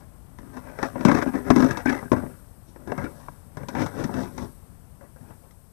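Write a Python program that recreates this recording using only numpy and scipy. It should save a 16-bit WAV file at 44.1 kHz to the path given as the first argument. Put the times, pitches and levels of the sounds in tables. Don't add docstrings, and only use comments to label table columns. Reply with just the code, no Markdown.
import sys
import numpy as np
from scipy import signal
from scipy.fft import rfft, irfft, next_fast_len
from scipy.io import wavfile
from scipy.ndimage import uniform_filter1d, map_coordinates

SR = 44100
rng = np.random.default_rng(int(sys.argv[2]) if len(sys.argv) > 2 else 0)


def generate_wav(signal):
    frames = np.transpose(np.atleast_2d(signal))
    scaled = np.clip(frames, -1, 1) * 32767
    pcm = np.round(scaled).astype(np.int16)
    wavfile.write(sys.argv[1], SR, pcm)


N = 252466

# frequency in Hz, level in dB.
EDGE_SPECTRUM = [(1800, -28), (2900, -4.5), (3700, 3.5), (4400, -3), (5700, 5.5), (7000, -5), (8400, -5.5),
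                 (9500, -12), (12000, -8.5), (15500, -40.5)]
# time of firmest pressure in seconds, relative levels of
# plastic rasp, hull boom and edge scratch in dB, rise and fall in seconds.
RUB_STROKES = [(0.01, -46, -45, -67, 0.034, 0.044), (0.41, -55.5, -42.5, -76, 0.022, 0.42),
               (0.579, -40, -34, -58.5, 0.07, 0.037), (0.689, -44, -42, -67, 0.12, 0.17),
               (0.861, -32, -33.5, -51, 0.1, 0.056), (1.01, -42, -31, -62, 0.15, 0.24),
               (1.09, -24.5, -20.5, -45.5, 0.06, 0.14), (1.182, -26, -21.5, -46, 0.1, 0.064),
               (1.28, -32.5, -22, -55, 0.025, 0.041), (1.353, -31.5, -23, -54.5, 0.035, 0.092),
               (1.48, -34.5, -25.5, -56, 0.045, 0.12), (1.585, -31.5, -20, -46.5, 0.096, 0.12),
               (1.647, -27, -18.5, -46.5, 0.11, 0.13), (1.802, -34, -34.5, -54, 0.07, 0.037),
               (1.882, -34, -23, -50, 0.033, 0.068), (1.927, -30.5, -27, -50, 0.077, 0.12),
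               (2.06, -61, -34.5, -78, 0.05, 0.054), (2.185, -40.5, -29.5, -63.5, 0.064, 0.14),
               (2.3, -54.5, -47, -77, 0.06, 0.22), (2.69, -68, -50.5, -65.5, 0.041, 0.06),
               (2.82, -53.5, -42.5, -79, 0.08, 0.089), (2.9, -39, -29, -66, 0.038, 0.11),
               (3.03, -39, -31.5, -61, 0.12, 0.14), (3.19, -51.5, -51, -66, 0.14, 0.31),
               (3.62, -47.5, -39.5, -70, 0.1, 0.087), (3.769, -33, -27.5, -63, 0.035, 0.12),
               (3.82, -29, -19.5, -45.5, 0.093, 0.076), (4.005, -33.5, -26, -52.5, 0.11, 0.13),
               (4.19, -34, -23, -53.5, 0.12, 0.126), (4.23, -42, -43, -53, 0.097, 0.068),
               (4.429, -41.5, -27.5, -55, 0.12, 0.073), (5.036, -49, -50.5, -77, 0.03, 0.054),
               (5.235, -58, -47, -80, 0.048, 0.11), (5.295, -56.5, -51, -74, 0.11, 0.15),
               (5.44, -56.5, -65, -80, 0.04, 0.11)]
STOW_S = 2.6


def amp(db):
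    return 10 ** (np.asarray(db) / 20)


def unit(x):
    return x / np.sqrt(np.mean(x ** 2) + 1e-20)


def steady(x, span_s):
    size = max(int(span_s * SR), 2)
    power = uniform_filter1d(uniform_filter1d(x ** 2, size), size)
    return x / np.sqrt(np.abs(power) + 1e-12 * np.mean(x ** 2))


def wobble(rate_hz):
    knots = rng.standard_normal(int(N * rate_hz / SR) + 4)
    return map_coordinates(knots, [np.arange(N) * rate_hz / SR])


def body(spectrum, size=8192):
    hz, db = np.transpose(spectrum)
    level_db = np.interp(np.log(np.fft.rfftfreq(size, 1 / SR) + 1), np.log(hz), db)
    cepstrum = irfft(np.log(amp(level_db)))
    cepstrum[1:size // 2] *= 2
    cepstrum[size // 2 + 1:] = 0
    return irfft(np.exp(rfft(cepstrum)))[:size // 2]


def through(x, response):
    return signal.fftconvolve(x, response)[:len(x)]


def outdoors(handling, air_db):
    # frequency in Hz, level in dB.
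    air_spectrum = [(15, -18), (30, 0), (85, 1.5), (140, -1.5), (250, -10), (330, -17), (600, -18),
                    (1050, -22), (2200, -34.5), (4000, -42.5), (8000, -42.5), (12000, -79.5)]
    hiss_spectrum = [(2000, -10.5), (4000, -5.5), (5700, -2.5), (7200, -4), (8400, 10.5), (9200, 0),
                     (9900, 9), (11000, 3), (12000, 8), (14000, -2), (15500, -11.5)]
    # time in seconds, relative level in dB.
    air_contour = [(0, -52.5), (1.5, -47.5), (2.6, -53), (4.6, -52), (5.7, -56.5)]
    rest_db, onset_db, swell_db_per_db, lag_s = -66.5, -62.5, 0.23, 0.12
    air = unit(through(rng.standard_normal(N), body(air_spectrum)))
    hiss = unit(through(rng.standard_normal(N), body(hiss_spectrum)))
    contour_db = np.interp(np.arange(N) / SR, *np.transpose(air_contour))
    power = np.abs(uniform_filter1d(handling ** 2, size=4096))
    busy_db = 10 * np.log10(1 + power / amp(onset_db) ** 2)
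    pole = np.exp(-1 / (lag_s * SR))
    swell_db = swell_db_per_db * signal.lfilter([1 - pole], [1, -pole], busy_db)
    return amp(air_db + contour_db) * air + amp(rest_db + swell_db) * hiss


def ring(modes, weight_db, band_hz, order):
    hz, db, t60_s = np.transpose(modes)[:, :, None]
    t = np.arange(SR // 6) / SR
    signs = rng.choice([-1, 1], hz.shape)
    envelopes = amp(db + weight_db(hz) - 60 * t / t60_s)
    sound = np.sum(signs * envelopes * np.sin(2 * np.pi * hz * t), axis=0)
    return signal.sosfilt(signal.butter(order, band_hz, "band", fs=SR, output="sos"), sound)


def hull(centre_hz, focus_db_per_oct):
    # frequency in Hz, level in dB, t60 in seconds.
    hull_modes = [(44.5, -30, 0.1), (70.6, -9, 0.64), (94.8, -6, 0.33), (136.4, 3.5, 0.075),
                  (160.4, -6.5, 0.19), (195.4, -5, 0.142), (220.5, 2, 0.041), (250.65, -2, 0.2),
                  (284.8, -0.5, 0.11), (335.8, 0.5, 0.1), (398, -1, 0.11)]
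    return ring(hull_modes, lambda hz: -focus_db_per_oct * np.abs(np.log2(hz / centre_hz)),
                band_hz=(29.3, 650), order=2)


def plastic(tilt_db_per_oct):
    # frequency in Hz, level in dB, t60 in seconds.
    plastic_modes = [(468, 4, 0.016), (556, -1, 0.046), (577, 2, 0.025), (684.3, -10.5, 0.11),
                     (742, -4, 0.036), (842, -1, 0.026), (960.5, 4, 0.019), (1065, -2, 0.017),
                     (1188, -5, 0.024), (1303, -8.5, 0.031), (1430, 0, 0.017), (1596, -8, 0.053),
                     (1715, -1, 0.014), (1979, -7, 0.021), (2237, -7.5, 0.01), (2623, -20.5, 0.042)]
    tilt = np.clip(tilt_db_per_oct, -8, 8)
    return ring(plastic_modes, lambda hz: tilt * np.log2(hz / hz[0]) + rng.normal(0, 0.76, hz.shape),
                band_hz=(387, 2940), order=4)


def pressure(strokes, range_db=20):
    peak_s, *levels_db, rise_s, fall_s = np.transpose(strokes)[:, :, None]
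    t = np.arange(N) / SR - peak_s
    distance = np.maximum(-t / rise_s, t / fall_s)
    shape = amp(-range_db * np.minimum(distance, 10))
    return [np.linalg.norm(amp(db) * shape, axis=0) for db in levels_db]


def travelling(force, place, gate, size=8192):
    out, force = np.zeros(N + SR), np.pad(force, (0, size))
    for start in range(0, N, size // 2):
        if gate[start:start + size].max() > 1e-5:
            response = place()
            stretch = force[start:start + size] * np.hanning(size)
            piece = signal.fftconvolve(stretch, response / np.linalg.norm(response))
            out[start:start + len(piece)] += piece
    return out[:N]


def slips(rate_hz, spread_db, smooth_gain):
    slipping = rng.random(N) < rate_hz / SR
    strength = amp(spread_db * np.clip(rng.standard_normal(N), -2, 2))
    jerks = slipping * strength * rng.choice([-1, 1], N)
    return unit(jerks) + smooth_gain * rng.standard_normal(N)


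def scrape(rasp, boom, scratch, force, hull_place, plastic_place, boom_db, rasp_db, scratch_db):
    grit = np.sqrt(np.abs(uniform_filter1d(force ** 2, size=200))) * rng.standard_normal(N)
    return (amp(boom_db) * boom * steady(travelling(force, hull_place, boom), span_s=0.012)
            + amp(rasp_db) * rasp * steady(travelling(force, plastic_place, rasp), span_s=0.019)
            + amp(scratch_db) * scratch * steady(through(grit, body(EDGE_SPECTRUM)), span_s=0.025))


def groan(boom, pitch_hz, gain_db, grip_db):
    hz = pitch_hz * (1 + 0.035 * wobble(60))
    locked = boom / (boom + amp(grip_db))
    tone = np.sin(2 * np.pi * np.cumsum(hz) / SR)
    return amp(gain_db + 2.3 * wobble(46.1)) * boom * locked * tone


def rummage():
    rasp, boom, scratch = pressure([row for row in RUB_STROKES if row[0] < STOW_S])
    force = slips(rate_hz=680, spread_db=6.5, smooth_gain=0.52)
    rub = scrape(rasp, boom, scratch, force, lambda: hull(centre_hz=252.5, focus_db_per_oct=8),
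                 lambda: plastic(tilt_db_per_oct=0), boom_db=-5.5, rasp_db=-1.5, scratch_db=-0.9)
    return rub + groan(boom, pitch_hz=258.8, gain_db=2.5, grip_db=-28)


def at_attack_level(x, db):
    return amp(db) * x / np.sqrt(np.mean(x[:SR // 50] ** 2))


def knocks(boom_db, clack_db, tick_db, rattle_db, tick_t60_s, contact_t60_s):
    # start in seconds, relative clack peak and hull boom in dB, contact hardness in dB,
    # most excited hull pitch in Hz, settling time in seconds.
    blows = [(0.386, -35.5, -42.5, 4, 232, 0.061), (0.788, -25, -38, 0, 237, 0.099),
             (0.828, -17, -25, 4.5, 326, 0.1), (0.956, -23.5, -31, -21, 250, 0.3),
             (1.009, -26, -32, 2.5, 265, 0.06), (1.05, -11, -9, 6.5, 219, 0.18),
             (1.083, -12, -13.5, -2, 210, 0.17), (1.115, -14, -17, 1, 276, 0.085),
             (1.147, -18, -17, 5.5, 244, 0.063), (1.223, -19.5, -28, 4.5, 330, 0.11),
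             (1.262, -23.5, -22, -9, 274, 0.1), (1.503, -8, -10, 3, 242, 0.097),
             (1.561, -18.5, -12.5, 8.5, 248, 0.14), (1.602, -17.5, -16.5, 4, 270, 0.08),
             (1.624, -19, -23.5, 5, 258, 0.27), (1.709, -26, -26, 13.5, 169, 0.26),
             (1.772, -25, -34, 11, 322, 0.071), (1.858, -18, -19.5, 2, 272, 0.12),
             (1.895, -25, -22.5, 12.5, 256, 0.18), (2.027, -29.5, -34.5, -12, 148, 0.078),
             (2.117, -10, -14, -3.5, 274, 0.16), (2.13, -19.5, -23.5, -2, 111, 0.19),
             (2.165, -27, -27, -3, 273, 0.27), (2.233, -31, -30.5, -25, 205, 0.21),
             (2.262, -36.5, -35.5, -14, 180, 0.09), (2.76, -40, -45.5, -2, 307, 0.062),
             (2.874, -31, -33, 1, 324, 0.17), (2.918, -19.5, -34, -5, 323, 0.072),
             (2.978, -26.5, -26.5, 2, 148, 0.22), (3.041, -31.5, -28, 5, 285, 0.14),
             (3.284, -27, -42, -14.5, 166, 0.032), (3.57, -29.5, -33.5, 3.5, 149, 0.2),
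             (3.607, -39, -37, -12, 138, 0.11), (3.632, -33.5, -37, -4, 137, 0.09),
             (3.685, -27.5, -35, 12.5, 271, 0.12), (3.751, -24, -36, -2, 258, 0.099),
             (3.862, -27.5, -37, 9.5, 129, 0.2), (4.04, -29.5, -25, 15.5, 199, 0.086),
             (4.091, -28.5, -29.5, -24, 212, 0.19), (4.14, -28.5, -33, 7, 276, 0.05),
             (4.379, -29.5, -38, 11.5, 333, 0.16), (5.009, -44, -50, -3, 140, 0.1),
             (5.16, -45.5, -46.5, 0, 112, 0.11), (5.21, -55, -39, 11, 130, 0.1),
             (5.305, -40.5, -41.5, -6, 110, 0.14), (5.509, -50, -69, 13, 116, 0.085)]
    out, t = np.zeros(N + SR), np.arange(SR // 4) / SR
    edge = body(EDGE_SPECTRUM)
    for start_s, peak_db, hull_db, hardness_db, hull_hz, settle_s in blows:
        rattle = amp(rattle_db - 60 * t / settle_s)
        hand_damping = amp(-18 * t / settle_s)
        clack_force = (amp(-60 * t / contact_t60_s) + rattle) * rng.standard_normal(len(t))
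        clack = through(clack_force, plastic(tilt_db_per_oct=0.03 + 0.32 * hardness_db)) * hand_damping
        clack *= amp(peak_db + clack_db) / np.abs(clack).max()
        tick_force = (amp(-60 * t / tick_t60_s) + 0.17 * rattle) * rng.standard_normal(len(t))
        tick = at_attack_level(through(tick_force, edge), peak_db + hardness_db + tick_db)
        boom = at_attack_level(hull(hull_hz, focus_db_per_oct=14), hull_db + boom_db)
        start = round(start_s * SR)
        out[start:start + len(boom)] += boom
        out[start:start + len(t)] += tick + clack
    return out[:N]


def creaks(gain_db):
    # centre in seconds, relative level in dB, pitch in Hz, half window length in seconds.
    catches = [(0.835, -31, 1820, 0.016), (1.223, -24, 1676, 0.017), (1.71, -26, 1666, 0.022),
               (1.76, -29, 1700, 0.016), (1.867, -23, 1580, 0.02), (1.874, -29.5, 2330, 0.013),
               (1.895, -30, 2290, 0.018), (1.898, -23, 1720, 0.028), (1.946, -32.5, 1990, 0.011),
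               (1.988, -38, 2010, 0.023), (2.061, -43, 1630, 0.018), (2.082, -43, 1620, 0.011),
               (3.06, -48.5, 2345, 0.034), (3.068, -34, 1445, 0.014)]
    out = np.zeros(N + SR)
    jitter = 0.07 * wobble(2000)
    roughness = unit(amp(4 * wobble(350)))
    for centre_s, db, hz, half_s in catches:
        size = max(int(2 * half_s * SR), 400)
        start = round(centre_s * SR) - size // 2
        span = slice(start, start + size)
        tone = np.sin(2 * np.pi * np.cumsum(hz * (1 + jitter[span])) / SR)
        out[span] += amp(db + gain_db) * np.hanning(size) ** 2 * roughness[span] * tone
    return out[:N]


def stow():
    rasp, boom, scratch = pressure([row for row in RUB_STROKES if row[0] >= STOW_S])
    force = slips(rate_hz=900, spread_db=3, smooth_gain=0.69)
    return scrape(rasp, boom, scratch, force, lambda: hull(centre_hz=208, focus_db_per_oct=7),
                  lambda: plastic(tilt_db_per_oct=-1.5), boom_db=-5, rasp_db=-1.5, scratch_db=-0.4)


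def scene():
    blows = knocks(boom_db=-4.5, clack_db=-0.43, tick_db=-33, rattle_db=-3,
                   tick_t60_s=0.052, contact_t60_s=0.011)
    handling = rummage() + stow() + blows + creaks(gain_db=-1.5)
    return np.array([handling + outdoors(handling, air_db=1.5), np.zeros(N)])


def record(dry):
    gain_db, cutoff_hz = 6, 15500
    hot = amp(gain_db) * dry
    clipped = hot / (1 + np.abs(hot) ** 8) ** (1 / 8)
    size = next_fast_len(N + SR // 2)
    passband = np.fft.rfftfreq(size, 1 / SR) < cutoff_hz
    return irfft(rfft(clipped, size) * passband, size)[:, :N]


dry = scene()
out = record(dry)
generate_wav(out)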